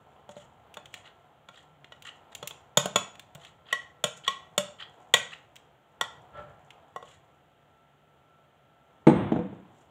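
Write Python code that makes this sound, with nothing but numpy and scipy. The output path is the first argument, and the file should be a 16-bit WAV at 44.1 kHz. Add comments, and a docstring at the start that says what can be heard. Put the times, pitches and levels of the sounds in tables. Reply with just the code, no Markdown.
"""First a faint appliance hum and softly sliding batter; then a spatula clicks on the glass bowl held in one hand.
It scrapes thick batter into a paper-lined pan: clicks are filtered noise plus the bowl's short, damped ringing.
Between them the batter smears, squelches and crackles, made of random pops and small squeaks, and air pockets tick.
The fingers shift their grip; the bowl is set down on a wooden table and rocks to rest: thuds, rolling noise, a rustle.
Echoes of a small kitchen surround these sounds; still air is quiet noise and the hum is wavering sine tones."""
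import sys
import numpy as np
from scipy import signal
from scipy.fft import rfft, irfft, next_fast_len
from scipy.io import wavfile
from scipy.ndimage import uniform_filter1d, map_coordinates

SR = 44100
rng = np.random.default_rng(int(sys.argv[2]) if len(sys.argv) > 2 else 0)


def log_audio(samples):
    """Write samples as a 16-bit WAV file to the path given in sys.argv[1]."""
    # one column per channel
    frames = np.atleast_2d(samples).T
    # limit to full scale, then quantise
    limited = np.clip(frames, -1, 1)
    pcm = np.round(limited * 32767).astype(np.int16)
    wavfile.write(sys.argv[1], SR, pcm)


N = 436590  # length in samples

# Spatula hits on the glass: t/s, level/dB, bite over body level/dB, place (0 rim - 1 wall), favoured mode f/Hz
CONTACTS = [(0.2906, -52, -13, 0.019, 590), (0.3657, -53.5, -16, 0, 590), (0.769, -45, -3, 0.16, 3530),
            (1.4861, -51.5, -2.5, 0.11, 1370), (1.9203, -51, 2, 0.5, 2900), (2.4266, -43.5, -4, 0.057, 590),
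            (2.5077, -49, 8, 0.0033, 3500), (2.7715, -22, -0.5, 0.0, 3600), (2.8564, -35, -9.5, 0.03, 600),
            (2.9581, -24, -0.5, 0.072, 6930), (3.352, -55.5, -1, 0.03, 591), (3.7261, -28, 9, 0.77, 1950),
            (4.0392, -27.5, 0.5, 0.067, 594), (4.2774, -26, 3.5, 0.9, 1100), (4.578, -26, -1, 0.08, 595),
            (5.1382, -19.5, 7, 0.5, 3380), (6.01, -28.5, 0.5, 0.62, 1370), (6.9602, -42, -14.5, 0.75, 1085),
            (7.0247, -52.5, -13, 0.47, 1085)]
# Bands of a click, in the order knock, body, bite, shine: lowest f/Hz, highest f/Hz
CLICK_BANDS = [(90, 350), (400, 1600), (1600, 4500), (5000, 15000)]
# Ringing modes of the coated bowl with the spatula against it: f/Hz, t60/s, rim level/dB, wall level/dB
BOWL_MODES = [(135.76, 0.074, -8.5, -22.5), (193, 0.078, -6, -16.5), (481, 0.042, -3.5, -3.5),
              (591, 0.14, -10.5, -21), (620, 0.019, 4.5, -9.5), (719, 0.046, -10.5, -9),
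              (909, 0.039, -6, -11), (1089, 0.069, -9.5, 1.5), (1280, 0.027, -5, -14),
              (1384, .04, -8.5, -2), (1480, 0.018, -2, -15.5), (1925, 0.06, -14.5, 3.5),
              (2260, 0.027, -8, -13), (2820, 0.023, -7.5, -6.5), (2982, 0.041, -13.5, -1),
              (3227, 0.021, 3, -0.5), (3405, 0.029, 0.5, -0.5), (3580, .025, -1, -8.5),
              (3748, 0.056, -16, -14.5), (4344, 0.036, -13, -20), (5760, .04, -24, -10.5),
              (6530, 0.017, -9.5, -29), (6900, 0.035, -4.5, -22.5), (7690, 0.034, -17.5, -11.5),
              (7800, 0.019, -18, -16), (9280, 0.019, -18.5, -32.5)]
# Colour of the dry crack of a contact: f/Hz, level/dB per Hz
CRACK_COLOUR = [(50, -25.5), (150, -9), (320, -20.5), (550, -1.5), (1400, 3), (1750, -1.5), (3300, 5.5),
                (4900, -12), (7000, -1.5), (9500, -12.5), (12000, -17), (15500, -18.5)]
# Larger air pockets bursting in the batter: t/s, peak level/dB, tilt/dB per octave
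POCKETS = [(0.7414, -35, 0), (0.8567, -38.5, -1.5), (0.9407, -26.5, -3), (1.8441, -35, -7.5),
           (2.0223, -36.5, 0), (2.3499, -26, 1.5), (2.474, -18.5, 4.5), (3.1534, -42, -4), (3.195, -32, 0),
           (3.3496, -35, 4.5), (3.449, -38, -4), (5.5566, -40, 0), (5.5637, -37.5, -1.5), (6.7051, -37, -3)]
# Colour of such a burst: f/Hz, level/dB per Hz
BURST_COLOUR = [(100, -18), (700, -19.5), (1700, -2), (3300, 7), (4900, -13), (7000, -1.5), (9500, -13.5),
                (12000, -19.5), (15500, -10.5)]
# Dull, low bumps under two of the clicks: t/s, level/dB before the soft start
BUMPS = [(2.429, -38.5), (3.352, -37.5)]
# Wet strokes of the blade, and at the end a faint rustle of handling:
# start t/s, length/s, squelch level/dB before trim, crackle over squelch level/dB before trim
STROKES = [(0.298, 0.033, -60, -0.5), (0.344, 0.12, -59.5, -6), (0.89, 0.15, -62, -3.5),
           (1.038, 0.055, -51, -19), (1.508, 0.15, -57.5, -12.5), (2.039, .065, -43, -14.5),
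           (2.317, 0.02, -52.5, -13), (3.381, 0.14, -56, -10.5), (3.649, 0.12, -50, -25),
           (4.159, 0.037, -60.5, 5.5), (4.234, 0.049, -45, -19), (4.785, 0.064, -42, -24.5),
           (5.307, 0.044, -42, -20), (7.028, 0.16, -58.5, -8), (9.69, 0.21, -76, 0.5)]
# Resonances of the bowl under the moving blade: f/Hz, width/Hz, level/dB
SQUELCH_MODES = [(1140, 88, -4.5), (1330, 210, -2), (1890, 160, -0.5), (2340, 57, -9), (2850, 180, -4.5),
                 (3370, 160, -2.5), (3920, 320, -9.5)]
# Colour of the crackling batter: f/Hz, level/dB per Hz
CRACKLE_COLOUR = [(2000, -27.5), (5000, -12), (7200, 5.5), (9500, -11.5), (12000, -19), (15500, -25.5)]
# How hard the hands work the bowl: t/s, level/dB
EFFORT = [(0, -65), (1.1, -61), (1.35, -68), (2.5, -60.5), (3.3, -64.5), (5.05, -62), (5.8, -71),
          (6.25, -59.5), (7.3, -68), (7.7, -73), (8.7, -75.5), (9.0, -67.5), (9.85, -64.5)]
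# Colour of the sliding batter: f/Hz, level/dB per Hz
SMEAR_COLOUR = [(150, -12), (300, 0.5), (500, 5), (750, 11), (1000, 4.5), (1600, -6.5), (2500, -13),
                (3400, -11.5), (5000, -33.5), (7200, -40.5), (10000, -34.5), (15500, -33)]
# Colour of the rumbling hands: f/Hz, level/dB per Hz
RUMBLE_COLOUR = [(20, -24), (45, -7), (75, 4.5), (150, 4.5), (250, -11), (500, -24), (1500, -53.5)]
# Bowl resonances rung by the rubbing fingers: f/Hz, width/Hz, level/dB
GRIP_MODES = [(594, 18, 9.5), (828, 92, -7.5), (1150, 66, -8), (1336, 24, 1), (1728, 170, -13.5),
              (3120, 530, -25)]
# The bowl landing and rocking: t/s, rms level/dB, hardness f/Hz, ring of the table top level/dB
LANDINGS = [(9.0686, -9.5, 1024, -4), (9.0815, -18, 496, -9.5), (9.095, -25, 2460, -20),
            (9.319, -20.5, 640, -17.5), (9.3595, -28, 550, -2), (9.388, -28.5, 350, 0.5),
            (9.528, -43.5, 170, -18)]
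# Ringing modes of the wooden table top: f/Hz, t60/s, level/dB
TABLE_MODES = [(190, .24, 3), (237, .12, -8), (273, .18, -3), (353, .15, -4), (489, .17, -1),
               (565, .14, -13), (696, .14, -12), (768, .16, -9), (859, .13, -11)]
# Colour of the landing thud: f/Hz, level/dB per Hz
THUD_COLOUR = [(25, -38.5), (60, -22.5), (120, -5.5), (220, 7), (450, 1), (800, -2), (1100, -10.5),
               (1800, -14), (3600, -20), (4900, -39), (7000, -25), (10000, -44.5), (15500, -42)]
# Colour of the foot rolling on wood: f/Hz, level/dB per Hz
ROLL_COLOUR = [(50, -11.5), (120, 4.5), (260, 1), (340, 0), (440, -10), (900, -8.5), (1800, -20),
               (3600, -27.5), (5000, -63.5)]
# Colour of the still kitchen air: f/Hz, level/dB per Hz
AIR_COLOUR = [(25, -22.5), (45, -13), (72, -2), (150, -3), (330, -5.5), (800, -3), (1000, -15.5),
              (1250, -7.5), (2400, -16.5), (3200, -14), (5000, -37.5), (7200, -29), (9500, -38),
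              (15500, -34)]
# Tones of the appliance hum: f/Hz, rms level/dB before wavering
HUM = [(145.3, -72.5), (586.8, -84), (689.1, -81), (899, -80.5), (1340, -74.5), (3112, -89), (6137, -103)]
# How long the kitchen's echoes last: f/Hz, t60/s
ROOM_DECAY = [(100, .5), (500, 0.37), (1500, .44), (3300, 0.35), (7000, 0.36), (15000, 0.11)]

# low knock against the body on the rim, and its change on the wall
KNOCK_DB, WALL_KNOCK_DB = -7, -18
# level of a blow that shines fully; dB of shine per dB of force; change on the coated wall
FIRM_DB, SHINE_GROWS, WALL_SHINE_DB = -22, 0.42, -12
# how much, and how narrowly, the point of contact favours its modes
FAVOUR_DB, FAVOUR_OCTAVES = 7, 0.07
# squeaks as the blade sticks and slips: spacing, length, pitch, pitch scatter, peak over the squelch column
SLIP_EVERY_S, SLIP_S, SLIP_HZ, SLIP_OCTAVES, SLIP_DB = 0.016, 0.013, 3200, 0.11, 4
# rumble of the hands and faint crackle of the batter, against the smear
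RUMBLE_DB, FIZZ_DB = -4, -25.5
# fingers slide on the bowl once as the grip changes
GRIP_START_S, GRIP_RISE_S, GRIP_HOLD_S, GRIP_FALL_DB_PER_S = 6.315, 0.038, 0.06, 130
GRIP_DB, GRIP_RUMBLE_DB, GRIP_JUDDER_DB = -46, -54, 3.5
# the foot rolls on the wood after the first blow, then ever more weakly
ROLL_START_S, ROLL_RISE_S, ROLL_HOLD_S, ROLL_FALL_DB_PER_S, ROLL_DB = 9.1, 0.065, 0.043, 63, -30
TOP_HZ = 15700  # upper band limit of the finished sound


def clicks(crack_db=-3, wall_crack_db=-5, crack_t60=0.022, attack=0.0017, scatter_db=2.5, sideways_db=-6,
           bass_hz=95):
    """Each hit cracks and briefly rings the bowl; the place struck picks the modes, and the coated wall cracks less."""
    out = np.zeros(N)
    t = np.arange(2 * SR // 5) / SR
    hz, t60, rim_db, wall_db = np.transpose(BOWL_MODES)[:, :, None]
    fade = amp(-60 * t / t60)
    rise = 1 - np.exp(-(t / attack) ** 2)
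    for s, db, tilt_db, place, favoured_hz in CONTACTS:
        band_db = contact_bands(db, tilt_db, place)
        strength, phase = rng.standard_normal((2, len(BOWL_MODES), 1))
        mode_db = rim_db + np.clip(place, 0, 1) * (wall_db - rim_db) + scatter_db * strength
        octaves_off = np.log2(hz / favoured_hz)
        mode_db = mode_db + FAVOUR_DB * np.exp(-(octaves_off / FAVOUR_OCTAVES) ** 2)
        ring = (amp(mode_db) * fade * np.sin(2 * np.pi * (hz * t + phase))).sum(0)
        crack_gain = 2 * amp(crack_db + wall_crack_db * place ** 2 - 60 * t / crack_t60)
        crack = crack_gain * shaped(rng.standard_normal(len(t)), CRACK_COLOUR)
        direct = weighted(rise * (ring + crack), band_db)
        # summed over all directions, single modes stand out less
        around = weighted(rise * (amp(sideways_db) * ring + crack), band_db)
        echoes = in_room(around, wet_db=-12.5, wall_db=-23.5) - around
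        add(out, s, direct + echoes)
    # a small bowl radiates no deep bass
    return coloured(out, lambda f: 1 / np.sqrt(1 + (bass_hz / (f + 1)) ** 6))


def contact_bands(db, tilt_db, place):
    """Levels of four bands: the rim knocks and shines more than the wall, and firm blows are brighter."""
    body, bite = db - tilt_db / 2, db + tilt_db / 2
    knock = body + KNOCK_DB + WALL_KNOCK_DB * np.sqrt(np.clip(place, 0, 1))
    shine = db + SHINE_GROWS * (db - FIRM_DB) + WALL_SHINE_DB * place
    return knock, body, bite, shine


def weighted(click, band_db):
    """Tilt a click, twice over, to bring its first 20 ms to the given level in each band."""
    size = SR // 50
    hz = np.fft.rfftfreq(4 * size, 1 / SR)
    for _ in range(2):
        power = np.abs(rfft(click[:size], 4 * size)) ** 2 / (2 * size ** 2)
        tilt = []
        for (lo, hi), db in zip(CLICK_BANDS, band_db):
            present_db = 10 * np.log10(power[(hz > lo) & (hz < hi)].sum())
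            tilt.append((np.sqrt(lo * hi), db - present_db))
        click = coloured(click, lambda f: amp(along(tilt, f)))
    return click


def scraping(clump_db=3.5, slip_scatter_db=3):
    """Batter squeezed in fits squelches, rings the bowl, crackles and squeaks; the faint last rustle is made alike."""
    out = np.zeros(N)
    fits = amp(clump_db * wobble(170))
    squelch = resonant(fits * pops(rate=8000, spread_db=1), SQUELCH_MODES, dull_hz=4300)
    crackle = shaped(fits * pops(rate=3500, spread_db=0), CRACKLE_COLOUR)
    for start, length, db, crackle_db in STROKES:
        span = slice(round(start * SR), round((start + max(length, 0.01)) * SR))
        swell = np.sqrt(np.hanning(len(out[span])))
        wet = amp(db - 6.0) * unit(swell * squelch[span])  # both levels are trimmed
        crisp = amp(db + crackle_db - 3.5) * unit(swell * crackle[span])
        add(out, start, wet + crisp)
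        for k, (late, sharp, strong) in enumerate(rng.standard_normal(size=(6, 3))):
            after = SLIP_EVERY_S * (k + 0.5 + 0.25 * late)
            pressure = np.sin(np.pi * np.clip(after / length, 0, 1))  # greatest midway
            slip_gain = pressure * amp(db + SLIP_DB + slip_scatter_db * strong)
            slip_hz = SLIP_HZ * 2 ** (SLIP_OCTAVES * sharp)
            add(out, start + after - SLIP_S / 2, slip_gain * squeak(slip_hz))
    return in_room(out, wet_db=-10.5)


def squeak(hz, rough=0.4):
    """One slip: a short tone, its pitch roughened by uneven grip."""
    swell = np.hanning(round(SLIP_S * SR))
    grip = uniform_filter1d(rng.standard_normal(SR // 10), size=16)[:len(swell)]
    return swell * np.sin(2 * np.pi * np.cumsum(hz * (1 + rough * grip)) / SR)


def pops(rate, spread_db):
    """Tiny air pockets bursting at random, rate a second; with a spread, a few are much larger than the rest."""
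    bursting = rng.random(N) < rate / SR
    size_db = spread_db * np.minimum(rng.exponential(size=N), 4)
    return bursting * rng.standard_normal(N) * amp(size_db)


def pockets(t60=0.026):
    """Larger air pockets burst with a bright wet tick of fading noise that leaves the glass silent."""
    out = np.zeros(N)
    t = np.arange(SR // 10) / SR
    for s, db, tilt_db in POCKETS:
        puff = rng.standard_normal(len(t)) * amp(-60 * t / t60) * (1 - np.exp(-t / 0.00022))
        tick = coloured(puff, lambda hz: amp(
            along(BURST_COLOUR, hz) + tilt_db * np.log2(np.maximum(hz, 500) / 4000)))
        add(out, s, amp(db) * tick / np.abs(tick).max())
    return in_room(out, wet_db=-13)


def set_down(ping_hz=8263, ping_db=-49, thud_t60=0.044, table_db=-8, bass_hz=75):
    """The bowl's foot thuds on the table top and rolls between bounces; the first blow makes the glass ping faintly."""
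    out = np.zeros(N)
    t = np.arange(SR // 2) / SR
    table = sum(amp(db - 60 * t / t60) * np.sin(2 * np.pi * hz * t) for hz, t60, db in TABLE_MODES)
    for s, db, hard_hz, ring_db in LANDINGS:
        thud = amp(-60 * t / thud_t60) * shaped(rng.standard_normal(len(t)), THUD_COLOUR)
        blow = (thud + amp(table_db + ring_db) * table) * (1 - np.exp(-t / 0.0013))
        # a softer contact is duller
        blow = coloured(blow, lambda hz: 1 / np.sqrt(1 + (hz / hard_hz) ** 2))
        add(out, s, amp(db) * blow / blow[:SR // 50].std())  # the level holds for the first 20 ms
    ping_gain = amp(ping_db - 60 * t / 0.25) * (1 - np.exp(-t / 0.0047))
    add(out, LANDINGS[0][0], ping_gain * np.sin(2 * np.pi * ping_hz * t))
    rolling = envelope(ROLL_START_S, ROLL_RISE_S, ROLL_HOLD_S, ROLL_FALL_DB_PER_S)
    roll = amp(ROLL_DB) * rolling * shaped(rng.standard_normal(N), ROLL_COLOUR)
    # the table radiates little deep bass
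    thuds = coloured(out, lambda hz: 1 / np.sqrt(1 + (bass_hz / (hz + 1)) ** 4))
    return in_room(thuds, wet_db=-6.5) + roll


def bumps(hz=150, t60=0.059):
    """Soft bumps under two of the clicks: a few low, fading cycles with a gentle start."""
    out = np.zeros(N)
    t = np.arange(SR // 5) / SR
    for s, db in BUMPS:
        gain = amp(db - 60 * t / t60) * (1 - np.exp(-t / 0.002))
        add(out, s, gain * np.sin(2 * np.pi * hz * t))
    return in_room(out, wet_db=-12.5)


def handling():
    """With the effort, batter slides and crackles softly and the hands rumble; fingers rub the glass as the grip changes."""
    effort_db, = curves(EFFORT)
    grip = envelope(GRIP_START_S, GRIP_RISE_S, GRIP_HOLD_S, GRIP_FALL_DB_PER_S)
    smear = amp(effort_db + 1.5 * wobble(8.2)) * shaped(pops(rate=1100, spread_db=1.5), SMEAR_COLOUR)
    fizz_gain = amp(effort_db + FIZZ_DB + 3 * wobble(9.7))
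    fizz = fizz_gain * shaped(pops(rate=290, spread_db=4), CRACKLE_COLOUR)
    rumble_gain = (amp(effort_db + RUMBLE_DB) + amp(GRIP_RUMBLE_DB) * grip) * amp(2 * wobble(7.6))
    rumble = rumble_gain * shaped(rng.standard_normal(N), RUMBLE_COLOUR)
    judder = amp(GRIP_JUDDER_DB * wobble(45))
    rubbed_glass = resonant(rng.standard_normal(N), GRIP_MODES, dull_hz=3600)
    rub = amp(GRIP_DB) * grip * unit(judder * rubbed_glass)
    return in_room(smear + fizz + rub, wet_db=-5) + rumble


def kitchen():
    """Still air is coloured noise; the appliance hums in tones that waver in level and phase."""
    t = np.arange(N) / SR
    hum = np.zeros(N)
    for hz, db in HUM:
        waver = amp(2 * wobble(2) + 2.8 * wobble(9))
        tone = np.sqrt(2) * np.sin(2 * np.pi * hz * t + 1.7 * wobble(13))
        hum += amp(db) * waver * tone
    return hum + amp(-65.0) * shaped(rng.standard_normal(N), AIR_COLOUR)


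def in_room(x, wet_db, wall_db=-20, dull_hz=13000):
    """x plus one wall's echo and a fresh diffuse tail: noise that fades at its own pace in each band."""
    hz, t, z = signal.stft(rng.standard_normal(SR // 2), SR, nperseg=256)
    fade = amp(-60 * t / along(ROOM_DECAY, hz)[:, None])
    tail = signal.istft(z * fade, SR, nperseg=256)[1]
    tail *= 1 - np.exp(-(np.arange(len(tail)) / SR / 0.0026) ** 2)
    tail = coloured(tail, lambda f: 1 / np.sqrt(1 + (f / dull_hz) ** 4))  # far surfaces dull the top
    answer = amp(wet_db) * tail / np.linalg.norm(tail)
    answer[0] += 1  # the direct sound
    answer[round(0.0275 * SR)] += amp(wall_db)
    return signal.fftconvolve(x, answer)[:len(x)]


def resonant(x, modes, dull_hz):
    """x through (Hz, width, dB) resonances and a low-pass, at rms 1."""
    def gain(f):
        power = sum(amp(db) ** 2 / (1 + ((f * f - hz * hz) / (width * (f + 1))) ** 2)
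                    for hz, width, db in modes)
        return np.sqrt(power / (1 + (f / dull_hz) ** 12))
    return unit(coloured(x, gain))


def shaped(x, spectrum):
    """x with a (Hz, dB) colour, at rms 1."""
    return unit(coloured(x, lambda hz: amp(along(spectrum, hz))))


def coloured(x, gain):
    """x through the causal filter whose magnitude is gain(Hz)."""
    m = 2 * next_fast_len(len(x) // 2 + 2048)
    cepstrum = irfft(np.log(np.maximum(gain(np.fft.rfftfreq(m, 1 / SR)), 1e-6)))
    # folding the cepstrum forward makes the filter respond only after its input
    cepstrum[1:m // 2] *= 2
    cepstrum[m // 2 + 1:] = 0
    return irfft(rfft(x, m) * np.exp(rfft(cepstrum)), m)[:len(x)]


def envelope(start, rise, hold, fall_db_per_s):
    """Gain that rises, holds and dies away."""
    t = np.arange(N) / SR - start
    return np.clip(t / rise, 0, 1) * amp(-fall_db_per_s * np.maximum(t - rise - hold, 0))


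def wobble(rate):
    """A smooth random curve, rate knots a second."""
    return map_coordinates(rng.standard_normal(4096), [np.arange(N) * rate / SR + 2], mode="mirror")


def curves(rows):
    """One value per sample for each column after the time."""
    s, *cols = np.transpose(rows)
    return [np.interp(np.arange(N) / SR, s, c) for c in cols]


def along(points, hz):
    """(Hz, value) points read on a log axis."""
    f, v = np.transpose(points)
    return np.interp(np.log(hz + 1), np.log(f + 1), v)


def add(track, s, sound):
    """Mix a sound into the track at s seconds."""
    part = track[round(s * SR):][:len(sound)]
    part += sound[:len(part)]


def amp(db):
    """Decibels to gain."""
    return 10 ** (np.asarray(db) / 20)


def unit(x):
    """Scale to rms 1."""
    return x / np.sqrt(np.mean(x ** 2) + 1e-20)


def scene():
    """All sources at one close microphone."""
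    batter = scraping() + pockets()
    bowl = clicks() + set_down() + bumps()
    return (bowl + batter + handling() + kitchen())[None]


def record(dry, low_cut_hz=55):
    """The recorder thins the deep bass, rounds off the highest peaks and cuts steeply above its band limit."""
    thin = coloured(dry[0], lambda hz: 1 / np.sqrt(1 + (low_cut_hz / (hz + 1)) ** 4))[None]
    rounded = thin / (1 + np.abs(thin / 0.95) ** 6) ** (1 / 6)
    m = next_fast_len(N + SR // 2)
    passband = 1 / (1 + (np.fft.rfftfreq(m, 1 / SR) / TOP_HZ) ** 120)
    return irfft(rfft(rounded, m) * passband, m)[:, :N]


dry = scene()
out = record(dry)
log_audio(out)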